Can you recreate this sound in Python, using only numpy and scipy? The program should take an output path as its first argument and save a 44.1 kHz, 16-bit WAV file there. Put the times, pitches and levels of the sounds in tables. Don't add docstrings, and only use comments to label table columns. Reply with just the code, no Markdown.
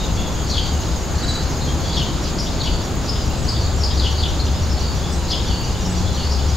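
import sys
import numpy as np
from scipy import signal
from scipy.fft import rfft, irfft
from scipy.io import wavfile
from scipy.ndimage import map_coordinates

SR = 44100
rng = np.random.default_rng(int(sys.argv[2]) if len(sys.argv) > 2 else 0)


def file_out(sig):
    cols = np.atleast_2d(sig).T
    lim = np.clip(cols, -1, 1)
    pcm = np.round(lim * 32767).astype(np.int16)
    wavfile.write(sys.argv[1], SR, pcm)


N = 289296


def from_db(db):
    return 10 ** (np.asarray(db) / 20)


def unit_rms(x):
    return x / np.sqrt(np.mean(x ** 2) + 1e-20)


def phase_of(hz):
    return 2 * np.pi * np.cumsum(hz) / SR


def in_time(rows):
    times, *columns = np.transpose(rows)
    return [np.interp(np.arange(N) / SR, times, column) for column in columns]


def drift(rate_hz, size):
    coarse = np.arange(0, size + 8, 8)
    curve = map_coordinates(rng.standard_normal(1024), [coarse * rate_hz / SR], order=3, mode="wrap")
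    return np.interp(np.arange(size), coarse, curve)


def add(track, start_s, sound):
    start = int(np.clip(start_s * SR, 0, N - 1))
    track[start:start + len(sound)] += sound[:N - start]


def panned(x, left_db):
    return x * from_db(np.array([[left_db], [-left_db]]) / 2)


def stereo_noise(spectrum, side_db):
    hz, db = np.transpose(spectrum)
    log_hz = np.log(np.arange(N // 2 + 1) * SR / N + 1)
    beyond = np.maximum(log_hz - np.log(hz[-1]), 0) + np.maximum(np.log(hz[0]) - log_hz, 0)
    gain = from_db(np.interp(log_hz, np.log(hz), db) - 20 * beyond)
    mid, side = irfft(rfft(rng.standard_normal((2, N))) * gain, N)
    return unit_rms(mid) + from_db(side_db) * unit_rms(side) * np.array([[1], [-1]])


def among_trees(x, wet_db, side_db=-8, t60_s=0.48):
    t = np.arange(SR // 2) / SR
    echoes = rng.standard_normal((2, len(t))) * from_db(-60 * t / t60_s) * (t > 0.006)
    mid, side = echoes / np.sqrt(np.sum(echoes ** 2, axis=1, keepdims=True))
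    paths = mid + from_db(side_db) * side * np.array([[1], [-1]])
    tail = signal.fftconvolve(x[None], paths, axes=1)[:, :N]
    return (x + from_db(wet_db) * tail) / np.sqrt(1 + from_db(wet_db) ** 2)


def engine_tone(hz, db, wander_hz, waver_db):
    gain = from_db(db + waver_db * drift(7, N))
    return gain * np.sqrt(2) * np.sin(phase_of(hz + wander_hz * drift(12, N)))


# (frequency [Hz], spectral level [dB])
DEEP_SPECTRUM = [(8, -7), (24, -5), (31, -7.5), (38, -3), (54, -1), (62, -5), (90, -17.5)]
RUMBLE_SPECTRUM = [(45, -22), (62, -1.5), (72, 2.5), (88, -0.5), (102, -3.5), (122, -5.5), (160, -30.5)]
ROAR_SPECTRUM = [(95, -11), (130, -1), (165, 0.5), (200, -4), (245, -4), (265, -6.5), (320, -6.5),
                 (420, -9.5), (520, -27.5), (800, -20)]
TYRE_SPECTRUM = [(330, -8.5), (470, 1.5), (600, 0.5), (850, -0.5), (1100, -3.5), (1500, -7), (1900, -12),
                 (2500, -13.5), (4000, -12), (8000, -39)]
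# (time [s], level [dB])
ROAR_LEVEL = [(0, -27), (1.2, -28), (2.0, -26.5), (3.0, -27.5), (4.5, -28.5), (6.56, -28.5)]
# (time [s], firing rate [Hz], level [dB])
ENGINE_DRONE = [(0, 72, -29), (2.3, 74.4, -32), (2.8, 71, -37.5), (4.2, 68.8, -23), (5.65, 71.5, -30),
                (6.1, 72, -24), (6.56, 72, -20.5)]
# (time [s], pitch [Hz], level [dB])
ENGINE_HUM = [(0, 169.8, -40.5), (4.2, 166.8, -42.5), (5, 162.1, -36), (5.6, 181.4, -33),
              (6.05, 180, -30.5), (6.56, 176, -44.5)]
def traffic(rumble_follows=0.23, tyres_follow=0.32):
    engine_hz, engine_db = in_time(ENGINE_DRONE)
    roar_db, = in_time(ROAR_LEVEL)
    rumble_db = -25.5 + rumble_follows * (engine_db - engine_db.mean()) + 1.5 * drift(6, N)
    tyre_db = -32 + tyres_follow * (roar_db - roar_db.mean())
    deep = from_db(-26.5) * stereo_noise(DEEP_SPECTRUM, side_db=-12)
    rumble = from_db(rumble_db) * stereo_noise(RUMBLE_SPECTRUM, side_db=-9.5)
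    drone = engine_tone(engine_hz, engine_db, wander_hz=2.67, waver_db=2)
    hum = engine_tone(*in_time(ENGINE_HUM), wander_hz=1.55, waver_db=2.3)
    whine = engine_tone(hz=520, db=-47, wander_hz=4, waver_db=3)
    roar = from_db(roar_db) * stereo_noise(ROAR_SPECTRUM, side_db=-10.5)
    tyres = from_db(tyre_db) * stereo_noise(TYRE_SPECTRUM, side_db=-9.5)
    low = panned(deep + rumble, left_db=2.5) + panned(drone, left_db=3.5)
    return low + panned(roar + tyres + hum + whine, left_db=0.3)


def syllable(length_s, contour_hz, rasp, octave_db, flutter_hz=330, swing_hz=260, jitter_hz=260):
    size = int(max(length_s, 0.005) * SR)
    progress = np.linspace(0, 1, size)
    glide_hz = np.polyval(np.polyfit([0, 0.5, 1], contour_hz, 2), progress)
    flutter = np.sin(phase_of(flutter_hz * (1 + 0.257 * drift(149.3, size))))
    phase = phase_of(glide_hz + rasp * (swing_hz * flutter + jitter_hz * drift(703, size)))
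    swell = np.abs(np.sin(np.pi * progress)) ** 0.3
    roughness = from_db(rasp * (2 * flutter + 4.6 * drift(180, size)))
    overtones = np.sin(2 * phase) + from_db(octave_db) * np.sin(3 * phase)
    return unit_rms(swell * roughness * (np.sin(phase) + from_db(octave_db) * overtones))


# (frequency [Hz], spectral level [dB])
CHORUS_SPECTRUM = [(2000, -22), (2550, -12), (2850, -7), (3350, -6.5), (3650, -7), (4250, -1), (4520, -0.5),
                   (4750, -0.5), (5000, 2), (5450, -6), (6100, -5.5), (7500, -19), (9000, -40)]
def far_birds(loudest_db=-40.5, spread_db=5, count=90):
    out = np.zeros(N)
    for when, pitch, slope, span, softness in rng.random((count, 5)):
        contour_hz = (2750 + 2500 * pitch) * (1 + 0.189 * (slope - 0.5) * np.array([1, 0, -1]))
        note = syllable(0.0243 + 0.06 * span, contour_hz, rasp=0.38, octave_db=-30)
        add(out, when * N / SR, from_db(loudest_db - spread_db * softness) * note)
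    wash = from_db(-39 + 1.9 * drift(18, N)) * stereo_noise(CHORUS_SPECTRUM, side_db=-6.5)
    return among_trees(out, wet_db=7) + wash


# (frequency [Hz], spectral level [dB])
SHIMMER_SPECTRUM = [(5600, -22), (6250, -6), (6550, 0), (6800, 1.5), (7000, -1.5), (7400, -3.5),
                    (7750, -15), (8300, -20), (10000, -36)]
# (time [s], level [dB])
SHIMMER_LEVEL = [(0, -38.5), (1.8, -39), (2.6, -39.5), (4.2, -40.5), (5.7, -40), (6.0, -39), (6.56, -39.5)]
def shimmer():
    level_db, = in_time(SHIMMER_LEVEL)
    gain = from_db(level_db + drift(110, N))
    return panned(gain * stereo_noise(SHIMMER_SPECTRUM, side_db=-10), left_db=0.5)


# (frequency [Hz], spectral level [dB])
AIR_SPECTRUM = [(2000, 10), (7000, -2), (9700, 1), (10600, -1), (13200, -1.5), (14200, -2.5), (16000, -3.5)]
def air_hiss():
    return panned(from_db(-45.5) * stereo_noise(AIR_SPECTRUM, side_db=-1.5), left_db=0.5)


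# (time [s], length [s], pitch [Hz], level [dB])
WHISTLE_NOTES = [(0, 0.085, 3730, -36), (0.16, 0.18, 3370, -38.5), (1.669, .074, 3280, -39),
                 (1.805, 0.14, 3340, -37), (3.269, .11, 2810, -44), (3.37, .16, 7800, -46),
                 (3.558, 0.28, 7250, -46), (4.949, 0.18, 3440, -41.5), (5.398, 0.14, 3450, -40),
                 (5.879, .056, 7770, -42), (5.941, .31, 3445, -42.5)]
# (time [s], level [dB])
PEEP_NOTES = [(5.495, -35.5), (5.64, -44), (5.751, -40), (5.85, -40.5), (6.171, -36)]
def whistlers(whistle_glide=(0.99, 1.002, 1.006), peep_s=0.054, peep_hz=(3090, 2910, 2840)):
    out = np.zeros(N)
    whistles = [(s, length, hz * np.array(whistle_glide), db) for s, length, hz, db in WHISTLE_NOTES]
    peeps = [(s, peep_s, peep_hz, db) for s, db in PEEP_NOTES]
    for s, length, contour_hz, db in whistles + peeps:
        note = syllable(length, contour_hz, rasp=0.34, octave_db=-34)
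        waver = from_db(5.7 * drift(44.7, len(note)))
        add(out, s, from_db(db) * unit_rms(note * waver))
    return panned(among_trees(out, wet_db=-1.5), left_db=2)


# (start [s], stop [s], period [s], note length [s],
# start pitch [Hz], middle pitch [Hz], end pitch [Hz], level [dB], octave against the note [dB])
TRILL_RUNS = [(.036, 2.10, .0765, 0.034, 6700, 6530, 6100, -39, -16),
              (.15, 1.9, .169, .03, 5700, 5750, 5630, -44.5, -18),
              (2.22, 3.32, .205, .036, 5700, 5770, 5550, -40, -14),
              (3.434, 6.55, .1692, .03, 5690, 5870, 5590, -39.5, -22),
              (3.47, 7.7, .169, .04, 6300, 6430, 6190, -45, -20)]
def trillers():
    out = np.zeros(N)
    for start, stop, period, length, *contour_hz, db, octave_db in TRILL_RUNS:
        for s, (pitch, force, lag) in zip(np.arange(start, stop, period), rng.standard_normal((64, 3))):
            detuned_hz = np.array(contour_hz) * (1 + 0.005 * pitch)
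            note = syllable(length, detuned_hz, rasp=0.25, octave_db=octave_db)
            add(out, s + 0.0033 * lag, from_db(db + 1.1 * force) * note)
    return among_trees(out, wet_db=-7)


# (time [s], length [s], level [dB])
PURR_CALLS = [(0.469, .24, -35.5), (1.149, 0.25, -36), (1.80, .20, -37), (2.566, 0.21, -35),
              (3.47, .21, -35), (4.03, .20, -39), (4.741, 0.197, -34.5), (5.45, 0.22, -34),
              (6.16, 0.24, -35)]
def purrs(pitch_hz=4510, pulse_hz=36, pulse_db=7):
    out = np.zeros(N)
    contour_hz = pitch_hz * np.array([0.975, 1.006, 0.998])
    for s, length, db in PURR_CALLS:
        note = syllable(length, contour_hz, rasp=0.427, octave_db=-34, flutter_hz=110.1, swing_hz=170)
        pulses = np.sin(phase_of(pulse_hz * (1 + 0.12 * drift(21, len(note)))))
        add(out, s, from_db(db) * unit_rms(note * from_db(pulse_db * pulses)))
    return among_trees(out, wet_db=0)


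def hoarse_note(length_s, contour_hz, db, rasp, scratch_db=-11):
    tone = syllable(length_s, contour_hz, rasp, octave_db=-30.5)
    scratch = syllable(length_s, contour_hz, rasp, octave_db=-19,
                       flutter_hz=785, swing_hz=650, jitter_hz=480)
    breaks = from_db(4.2 * rasp * drift(139, len(tone)))
    return from_db(db) * unit_rms(breaks * (tone + from_db(scratch_db) * rasp * scratch))


# (time [s], length [s], top pitch [Hz], level [dB])
CHIP_NOTES = [(0.484, 0.029, 5780, -34), (1.61, 0.029, 4150, -33), (1.966, .027, 5400, -31),
              (2.385, 0.027, 5210, -25), (3.075, 0.041, 5110, -26.5), (3.477, 0.037, 4990, -24.5),
              (3.801, .028, 5520, -32.5), (3.832, .036, 5150, -22.5), (4.392, 0.028, 4240, -27),
              (4.697, .038, 5240, -33), (5.104, 0.047, 8100, -42), (5.301, 0.033, 5100, -25.5),
              (5.845, .031, 5450, -33), (6.134, .035, 4230, -33.5), (6.31, .035, 5280, -29)]
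def chips(loud_db=-23, loud_arch=0.141, arch_per_db=0.011, after_hz=(3180, 3450, 3705)):
    out = np.zeros(N)
    for s, length, hz, db in CHIP_NOTES:
        ends = 1 - max(loud_arch + arch_per_db * (db - loud_db), 0)
        add(out, s, hoarse_note(length, hz * np.array([ends, 1, ends]), db, rasp=0.615))
        add(out, s + 0.07, hoarse_note(0.0398, after_hz, db - 9.5, rasp=0.85))
    return out


# (time [s], top length [s], top pitch [Hz], top level [dB], rasp length [s], rasp level [dB])
CHIRRUP_CALLS = [(.497, 0.041, 4310, -26, .075, -26), (1.926, 0.035, 4300, -30, 0.063, -25),
                 (2.601, 0.027, 4040, -26, 0.059, -30), (3.973, 0.043, 4350, -26, .061, -26.5),
                 (4.181, .043, 4400, -30, 0.0448, -25.5), (5.281, 0.033, 4380, -27.5, 0.041, -26)]
def chirrups(top_glide=(1, 1.02, 0.85), low_hz=(3434, 3267, 2950), upturn_hz=(3037, 3300, 3300)):
    out = np.zeros(N)
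    second_voice_hz = 1.33 * np.array(low_hz)
    for s, top_s, top_hz, top_db, low_s, low_db in CHIRRUP_CALLS:
        add(out, s, hoarse_note(top_s, top_hz * np.array(top_glide), top_db, rasp=0.84))
        add(out, s + top_s, hoarse_note(low_s, low_hz, low_db, rasp=0.68))
        add(out, s + top_s, hoarse_note(low_s, second_voice_hz, low_db - 10, rasp=0.96))
        add(out, s + top_s + low_s, hoarse_note(0.0344, upturn_hz, low_db - 8, rasp=0.7))
    return out


def sparrows():
    return panned(among_trees(chirrups() + chips(), wet_db=-1.5, side_db=-8.5), left_db=3)


# (frequency [Hz], spectral level [dB])
RUSH_SPECTRUM = [(900, -12), (1300, 0), (1750, 1), (2400, -14)]
def rush(start_s=1.03, length_s=0.57, level_db=-39.5):
    swell = np.sin(np.pi * np.clip((np.arange(N) / SR - start_s) / length_s, 0, 1))
    return from_db(level_db) * swell * stereo_noise(RUSH_SPECTRUM, side_db=-10)


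# (time [s], length [s], pitch [Hz], level [dB])
PIPE_NOTES = [(1.229, 0.024, 3940, -29.5), (1.281, 0.034, 3970, -26.5), (1.335, 0.043, 3960, -30.5)]
def piper():
    out = np.zeros(N)
    for s, length, hz, db in PIPE_NOTES:
        note = syllable(length, hz * np.array([1, 1.008, 0.978]), rasp=0.15, octave_db=-16)
        add(out, s, from_db(db) * note)
    return among_trees(out, wet_db=-6)


# (time [s], peak level [dB])
HIGH_TICKS = [(2.2725, -48), (2.6294, -51), (2.953, -42), (3.3019, -42), (4.6329, -50), (4.9462, -44),
              (5.2894, -51), (5.6067, -41)]
def ticks(centre_hz=14600, width_hz=900, decay_s=0.0044):
    out, t = np.zeros(N), np.arange(SR // 50) / SR
    swell = (1 - np.exp(-t / decay_s)) * np.exp(-t / decay_s)
    for s, db in HIGH_TICKS:
        tone = np.sin(phase_of(centre_hz + width_hz * drift(2000, len(t))))
        add(out, s, from_db(db) * swell / swell.max() * tone)
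    return out


def scene():
    air = air_hiss()
    birds = sparrows() + whistlers() + purrs() + piper() + trillers() + far_birds()
    return air + birds + shimmer() + traffic() + rush() + ticks()


def record(dry, cutoff_hz=15720):
    return signal.sosfilt(signal.ellip(16, 0.1, 90, cutoff_hz, fs=SR, output="sos"), dry)


dry = scene()
out = record(dry)
file_out(out)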